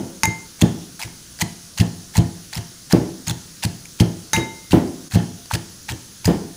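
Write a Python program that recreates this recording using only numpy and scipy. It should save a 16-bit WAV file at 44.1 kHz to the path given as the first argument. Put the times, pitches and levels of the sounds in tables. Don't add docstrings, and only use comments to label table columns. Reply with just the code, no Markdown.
import sys
import numpy as np
from scipy import signal
from scipy.fft import irfft
from scipy.io import wavfile
from scipy.ndimage import uniform_filter1d

SR = 44100
rng = np.random.default_rng(int(sys.argv[2]) if len(sys.argv) > 2 else 0)


def transcribe(signal):
    frames = np.atleast_2d(signal).T
    limited = np.clip(frames, -1, 1)
    pcm = np.round(limited * 32767).astype(np.int16)
    wavfile.write(sys.argv[1], SR, pcm)


def rack_gain(trim_db):
    fader = np.asarray(trim_db, float)
    return 10 ** (fader / 20)


N = 289296
LEAD = SR // 4

# (time of greatest force [s], force [dB], contact time [ms],
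# low floor mode share [dB], hardness [dB])
LANDINGS = [(-.125, 6, 4.65, -0.5, 9), (.238, -16.5, 2.3, -2, 5), (.275, -10, 4.7, 0.5, 3),
            (.6232, -1.5, 2.1, 1, 8.5), (.636, -2.5, 3.5, -10, -18), (1.047, -25, 5.16, 6.5, 7.5),
            (1.4226, -6.5, 4.16, -8.5, -5.5), (1.8092, -1.5, 3.68, -6, -1), (2.181, 0.5, 3.86, 2, 0.5),
            (2.579, -21.5, 4.3, 9, 4.5), (2.9333, 1.5, 2.48, -5, 11.5), (3.301, -18, 2.54, 7.5, 7),
            (3.650, -10.5, 3.06, 3.5, 1.5), (4.0062, 2.5, 3.87, 0, 0.5), (4.372, -5, 5.7, -3, 9),
            (4.733, 4, 2.89, -3.5, 12), (5.1568, 4, 4.4, -6, -5.5), (5.546, -21, 3.6, -4, 16),
            (5.918, -22, 5.2, 8.5, 10.5), (6.2803, 3, 4.1, -17, 8.5)]
# (time [s], force [dB], low floor mode share [dB])
TOUCHES = [(1.0655, -27, -20), (1.798, -11, 10.5), (2.162, -16, -1), (2.566, -13.5, -29),
           (3.276, -12.5, -3.5), (4.345, -10, -9), (4.711, -21.5, 6.5), (5.137, -14.5, 7), (5.147, -8, -14),
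           (5.533, -17, 11), (5.903, -26.5, 10), (6.257, -14, 11)]
TOUCH_MS, TOUCH_HARDNESS_DB = 4.6, -18

FLOOR_HZ = [
    (62, 109, 129),
    (172, 213),
    (264, 292, 334, 408, 488, 545, 610),
    (691, 833),
]
FLOOR_SIGN = [(1, 1, -1), (1, 1), (-1, 1, -1, -1, 1, 1, -1), (1, -1)]
# (level [dB], time to fade by 60 dB [s])
FLOOR = [
    [(-5.5, 0.056), (3, 0.07), (-3.5, 0.099)],
    [(-2, 0.11), (-11, 0.079)],
    [(-26.5, 0.14), (-21, 0.082), (-19, 0.19), (-22, 0.074), (-22.5, 0.073), (-19, 0.04), (-20.5, 0.033)],
    [(-28.5, 0.27), (-34.5, 0.25)],
]
# (frequency [Hz], level [dB])
RATTLE = [(150, 11), (300, 13.5), (500, -1.5), (800, -3), (1200, -14.5), (2000, -19), (3500, -25),
          (8000, -34)]
RATTLE_T60 = 0.34
RATTLE_DB, RATTLE_PER_HARDNESS = -19.5, 0.71
LOW_LIMIT_HZ = 89.6

# (start [s], length [s], level [dB], swell [0 flat, 3 late])
SQUISH = [(.581, 0.031, -37.5, 1.01), (0.604, 0.015, -20.5, 2), (0.993, 0.059, -34, 0.087),
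          (1.386, .029, -25.5, 1.3), (1.406, 0.017, -21, 1.8), (1.771, .045, -27.5, 0.2),
          (2.135, 0.052, -30.5, 0.54), (2.152, 0.027, -29, 0.26), (2.523, 0.06, -33.5, 0.042),
          (2.898, 0.026, -24, 0.51), (3.264, 0.05, -31, 0.11), (3.623, 0.03, -25.5, 0.16),
          (3.985, 0.033, -30.5, 0.66), (3.999, 0.0028, -17.5, 0.27), (4.701, .026, -21, 1.1),
          (5.107, 0.049, -25.5, 0.82), (5.503, 0.054, -28, 0.083), (5.883, 0.03, -29.5, 0.051),
          (6.243, 0.032, -29.5, 0.13)]
SQUISH_HZ = 3980
LUMP_DB, LUMP_S = 3.5, 0.0044
# (frequency [Hz], level [dB])
CRUNCH = [(350, -46), (600, 7.5), (858, 9.5), (1180, -3.5), (1660, 6), (3580, 1), (4400, 6), (5050, 1.5),
          (6200, 4.5), (9890, 3.5), (13200, -7.5), (14900, 7.5), (16000, -66)]
GRAIN_HZ = np.geomspace(900, 15000, 14)
# (time [s], peak [dB], pitch [Hz], high part against low [dB])
BURSTS = [(0.2536, -1, 2070, 10), (.614, -1, 2500, 0.5), (0.6186, -3, 3300, -9), (1.0145, -17, 2400, -4),
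          (1.0243, -12.5, 2380, -2), (1.0324, -12, 2250, -10), (1.4135, -1.5, 2620, 1),
          (1.4164, -11, 2000, 5), (1.7835, -11.5, 3030, -2), (1.8, -8.5, 2380, -4), (1.807, -13, 3100, -9),
          (2.1683, -5, 1660, 2), (2.1714, -14, 3150, 2), (2.553, -13.5, 2160, 4), (2.9103, -24, 2240, 2),
          (2.9248, -3, 3100, 8), (3.273, -13, 1720, 14), (3.28, -6.5, 2720, 13), (3.2956, -7, 3700, -1),
          (3.6303, -11, 3100, -21), (3.636, -7.5, 1700, 4), (4.0003, -4, 2830, -3), (4.363, -4.5, 2460, -9),
          (4.7188, -11.5, 3020, -16), (5.5105, -13, 1660, -23), (5.889, -13, 2080, -29),
          (5.9194, -15, 3170, 0), (6.2542, -4.5, 2600, 2), (6.2578, -8, 1790, 8)]
# (time [s], peak [dB])
TICKS = [(.5916, -29), (.9928, -19.5), (1.0494, -33), (1.2645, -41), (1.388, -22), (1.421, -24),
         (2.157, -28), (2.5282, -21), (2.5334, -20), (2.5463, -20), (2.571, -17), (3.6464, -17),
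         (3.854, -23), (4.8747, -29), (5.1103, -23), (5.1238, -20), (5.1457, -24), (5.244, -35),
         (5.457, -23), (5.536, -10), (5.551, -10), (5.9044, -26), (6.2784, -23)]
TICK_HZ, TICK_SPREAD, TICK_HIGH_DB = 2450, 0.45, 1.5
CRACK_T60 = 0.011
CAVITY_HZ = [4700, 6520, 9800]

# (time [s], contact click [dB], wash of crowded high modes [dB],
# time for the wash to fade by 60 dB [s], how freely the hand lets it ring [factor])
STRIKES = [
    (0.2339, -4, -22, 0.15, .8),
    (4.3331, -6, -21, 0.3, 1.27),
]
# (lower [Hz], upper [Hz])
BOWL_HZ = [(886, 893), (1680, 1708), (2085, 2099), (3793, 3804), (5225, 5265), (6015, 6060), (6270, 6330),
           (6485, 6517), (6680, 6700), (8120, 8150), (8600, 8620), (10120, 10150), (11050, 11250)]
# (first strike lower [dB], first strike upper [dB], second strike lower [dB],
# second strike upper [dB], time to fade by 60 dB [s])
BOWL = [(-22, -20, -30, -21, 0.4), (-38, -32, -36, -29, 0.3), (-30, -15, -30, -19.5, 0.43),
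        (-35, -35, -27, -24, 0.32), (-38, -18, -41, -40, 0.06), (-34, -36, -36, -34, 0.083),
        (-12, -21, -10, -25, 0.04), (-31, -26, -42, -38, 0.39), (-40, -31, -30, -36, .2),
        (-38, -40, -40, -42, .2), (-34, -38, -26, -58, 0.033), (-41, -30, -46, -50, 0.097),
        (-39, -24, -23, -32, 0.088)]
# (frequency [Hz], level [dB])
WASH = [(500, -2.5), (1200, 4), (2300, 5.5), (3200, -8), (4700, -0.5), (6400, 4.5), (8000, -9), (10500, -4),
        (13300, -23), (15000, -5), (16500, -39)]
# (time [s], lowest mode [dB], third mode [dB])
CLANKS = [(1.004, -23.5, -34), (1.413, -30, -14), (1.42, -12, -1.5), (2.156, -15.5, -12), (2.910, -19, -33),
          (4.730, -7, -35), (5.511, -10, -36), (5.888, -21, -37), (6.247, -20, -34)]
CLANK_T60 = 0.028

# (frequency [Hz], level [dB])
OOZE = [(500, -27), (900, 8), (1800, -2.5), (3200, -3), (5000, -4), (8000, -20), (12000, -24), (16500, -59)]
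# (frequency [Hz], width [Hz], level [dB])
OOZE_RINGS = [
    (1793, 95, 7.5),
    (3100, 250, 11.5),
]
OOZE_DB, OOZE_T60 = -37, 0.35

# (frequency [Hz], time to fade by 60 dB [s])
ROOM = [(60, 0.2), (160, 0.6), (420, 0.6), (1100, 0.61), (2900, 0.57), (7700, 0.65), (16000, 0.047)]
FLOOR_ECHO_DB, FOOD_ECHO_DB, METAL_ECHO_DB = -11, -16.5, -19
ECHO_START = 0.25

# (frequency [Hz], level [dB])
HISS = [(15, -40), (25, -0.5), (134, 5), (172, 4.5), (508, -9.5), (899, -18.5), (1000, -14), (1470, -9),
        (2260, -14.5), (6340, -1.5), (7670, -10), (10600, -7), (13200, -23.5), (15100, -9), (16400, -42)]
HISS_DB = -42
# (time [s], level [dB])
DIP = [
    (5.082, 0),
    (5.087, -8),
    (5.098, -8),
    (5.104, 0),
]
EDGE_HZ = 15750


def evened(x):
    return x / np.sqrt(np.mean(x ** 2) + 1e-20)


def read(points, hz):
    f, value = np.transpose(points)
    return np.interp(np.log(hz + 1), np.log(f + 1), value)


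def add(mix, s, sound):
    part = mix[LEAD + round(s * SR):][:len(sound)]
    part += sound[:len(part)]


def ring(modes, t, signs):
    return sum(sign * rack_gain(db - 60 * t / t60) * np.sin(2 * np.pi * hz * t)
               for (hz, db, t60), sign in zip(modes, signs))


def coloured(x, points):
    gain = rack_gain(read(points, np.fft.rfftfreq(512, 1 / SR)))
    taps = np.roll(irfft(gain), 256) * np.hanning(512)
    return signal.oaconvolve(x, taps / np.linalg.norm(taps), "same")


def resonate(x, hz, width_hz):
    hz = np.clip(hz, 100, 16000)
    return signal.lfilter(*signal.iirpeak(hz, hz / width_hz, SR), x)


def thuds():
    out, t = np.zeros(LEAD + N), np.arange(SR // 2) / SR
    groups = []
    for pitches, rows, signs in zip(FLOOR_HZ, FLOOR, FLOOR_SIGN):
        modes = [(hz, *row) for hz, row in zip(pitches, rows)]
        groups.append(ring(modes, t, signs))
    low, mid, upper, top = groups
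    t_rattle = t[:SR // 4]
    rattles = rng.standard_normal((len(blows()), SR // 4)) * rack_gain(-60 * t_rattle / RATTLE_T60)
    for (s, db, ms, low_db, hardness_db), rattle in zip(blows(), rattles):
        first_contact = s - ms / 2000
        count = max(round(ms * SR / 1000), 8)
        push = np.sin(np.pi * np.arange(count) / count) * np.pi / 2 / count
        thump = signal.oaconvolve(rack_gain(low_db) * low + mid, push)
        add(out, first_contact, rack_gain(db) * thump)
        knock = (rack_gain(hardness_db) * upper + top) * np.minimum(t / 0.018, 1)
        add(out, s, rack_gain(db) * knock)
        rattle_db = db + RATTLE_DB + RATTLE_PER_HARDNESS * hardness_db
        shaken = coloured(rattle * np.minimum(t_rattle / 0.0009, 1), RATTLE)
        add(out, first_contact, rack_gain(rattle_db) * shaken)
    return signal.sosfilt(signal.butter(3, LOW_LIMIT_HZ, "high", fs=SR, output="sos"), out)


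def blows():
    return LANDINGS + [(s, db, TOUCH_MS, low_db, TOUCH_HARDNESS_DB) for s, db, low_db in TOUCHES]


def squish():
    out = np.zeros(LEAD + N)
    grains = wet_grains(len(out))
    lumps = evened(uniform_filter1d(rng.standard_normal(len(out)), round(LUMP_S * SR)))
    grains = grains * rack_gain(LUMP_DB * lumps)
    for s, length, db, swell in SQUISH:
        u = np.arange(round((length + 0.074) * SR)) / SR / length
        fade = rack_gain(-60 * np.maximum(u - 1, 0) * length / 0.031)
        shape = np.minimum(u, 1) ** swell * fade * np.minimum(u * 12, 1)
        raw = grains[LEAD + round(s * SR):][:len(u)]
        add(out, s, rack_gain(db) * shape * evened(1.5 * raw + resonate(raw, SQUISH_HZ, 3600)))
    return out


def wet_grains(count):
    size = rack_gain(2.15 * np.minimum(rng.exponential(1, count), 5))
    size = size * (rng.random(count) < 2400 / SR)
    pitch = rng.integers(0, len(GRAIN_HZ), count)
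    pops = sum(resonate(size * (pitch == k), hz, 0.15 * hz) / np.sqrt(hz) for k, hz in enumerate(GRAIN_HZ))
    return coloured(evened(pops) + 0.92 * rng.standard_normal(count), CRUNCH)


def cracks():
    out, t = np.zeros(LEAD + N), np.arange(400) / SR
    tears = rng.standard_normal((len(BURSTS) + len(TICKS), len(t)))
    for (s, db, low_hz, high_hz, high_db), tear in zip(crack_rows(), tears):
        burst = tear * rack_gain(-60 * t / CRACK_T60) * np.minimum(t / 0.0021, 1)
        low = resonate(resonate(burst, low_hz, 940), low_hz, 940)
        high = resonate(resonate(burst, high_hz, 1270), high_hz, 1270)
        crack = low + rack_gain(high_db) * (high + 0.19 * coloured(burst, CRUNCH))
        add(out, s, rack_gain(db - 4.0) * crack / abs(crack).max())
    return out


def crack_rows():
    luck = rng.random((len(BURSTS) + len(TICKS), 2))
    rows = []
    for (s, db, hz, high_db), (_, b) in zip(BURSTS, luck):
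        rows.append((s, db, hz, CAVITY_HZ[int(2 * b)], high_db))
    for (s, db), (a, b) in zip(TICKS, luck[len(BURSTS):]):
        hz = TICK_HZ * (1 + TICK_SPREAD * (2 * a - 1))
        rows.append((s, db, hz, CAVITY_HZ[int(len(CAVITY_HZ) * b)], TICK_HIGH_DB))
    return rows


def bowl():
    out, t = np.zeros(LEAD + N), np.arange(SR // 2) / SR
    noise = rng.standard_normal((len(STRIKES), len(t)))
    for strike, (s, click_db, wash_db, t60, free) in enumerate(STRIKES):
        modes = [(hz, row[2 * strike + k], free * row[4])
                 for pair, row in zip(BOWL_HZ, BOWL) for k, hz in enumerate(pair)]
        signs = np.resize([1, 1, -1], len(modes))
        add(out, s, ring(modes, t, signs) * np.minimum(t / 0.0039, 1))
        click, wash = rack_gain(click_db - 60 * t / 0.0078), rack_gain(wash_db - 60 * t / t60)
        add(out, s, coloured(noise[strike], WASH) * (click + wash))
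    for s, first_db, third_db in CLANKS:
        modes = [(BOWL_HZ[0][1], first_db, 0.77 * CLANK_T60),
                 (0.976 * BOWL_HZ[2][0], third_db, 0.39 * CLANK_T60)]
        add(out, s, ring(modes, t, [1, 1]) * np.minimum(t / 0.0019, 1))
    return out


def ooze():
    strength, t = np.zeros(LEAD + N), np.arange(SR // 4) / SR
    for s, db, *_ in blows():
        add(strength, s, rack_gain(OOZE_DB + 0.47 * db - 60 * t / OOZE_T60) * np.minimum(t / 0.017, 1))
    pulp = coloured(wet_grains(len(strength)), OOZE)
    rings = sum(rack_gain(db) * resonate(pulp, hz, width_hz) for hz, width_hz, db in OOZE_RINGS)
    return strength * evened(pulp + rings)


def room(x):
    taps = np.zeros((3, SR))
    at = np.arange(300, SR - 20, 20) + rng.integers(0, 20, (3, (SR - 301) // 20))
    np.put_along_axis(taps, at, rng.choice([-1., 1.], at.shape), 1)
    hz, t, z = signal.stft(taps, SR, nperseg=512)
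    fade = rack_gain(-60 * t / read(ROOM, hz)[:, None]) * np.minimum(ECHO_START + t / 0.02, 1)
    tails = signal.istft(z * fade, SR, nperseg=512)[1]
    turn = 2 * np.pi * (0.9 * np.arange(len(x)) / SR + np.arange(3)[:, None] / 3)
    shares = x * np.sqrt(2 / 3) * np.cos(turn)
    wet = signal.fftconvolve(shares, tails / np.linalg.norm(tails[0]), axes=1)
    return wet.sum(0)[:len(x)]


def hiss():
    frames, hz = N // 256 + 5, np.fft.rfftfreq(1024, 1 / SR)
    a, b, patches = rng.standard_normal((frames, 513, 3)).T
    patches = evened(uniform_filter1d(uniform_filter1d(patches, 20, 0), 10, 1))
    z = (a + 1j * b) * rack_gain(read(HISS, hz)[:, None] + 1.16 * patches)
    return rack_gain(HISS_DB) * evened(signal.istft(z, nperseg=1024, noverlap=768)[1][:N])


def scene():
    low = thuds()
    food = squish() + cracks() + ooze()
    metal = bowl()
    wet = room(rack_gain(FLOOR_ECHO_DB) * low + rack_gain(FOOD_ECHO_DB) * food + rack_gain(METAL_ECHO_DB) * metal)
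    return ((low + food + metal + wet)[LEAD:] + hiss())[None]


def top_cut(x):
    return signal.sosfilt(signal.butter(12, 16820, fs=SR, output="sos"), x)


def record(dry):
    s, db = np.transpose(DIP)
    dipped = dry * rack_gain(np.interp(np.arange(N) / SR, s, db))
    full = dipped / (1 + abs(dipped) ** 10) ** (1 / 10)
    low_pass = signal.firwin(767, EDGE_HZ, window=("kaiser", 8), fs=SR)
    mix = signal.oaconvolve(full, low_pass[None], "same")
    return top_cut(mix)


dry = scene()
out = record(dry)
transcribe(out)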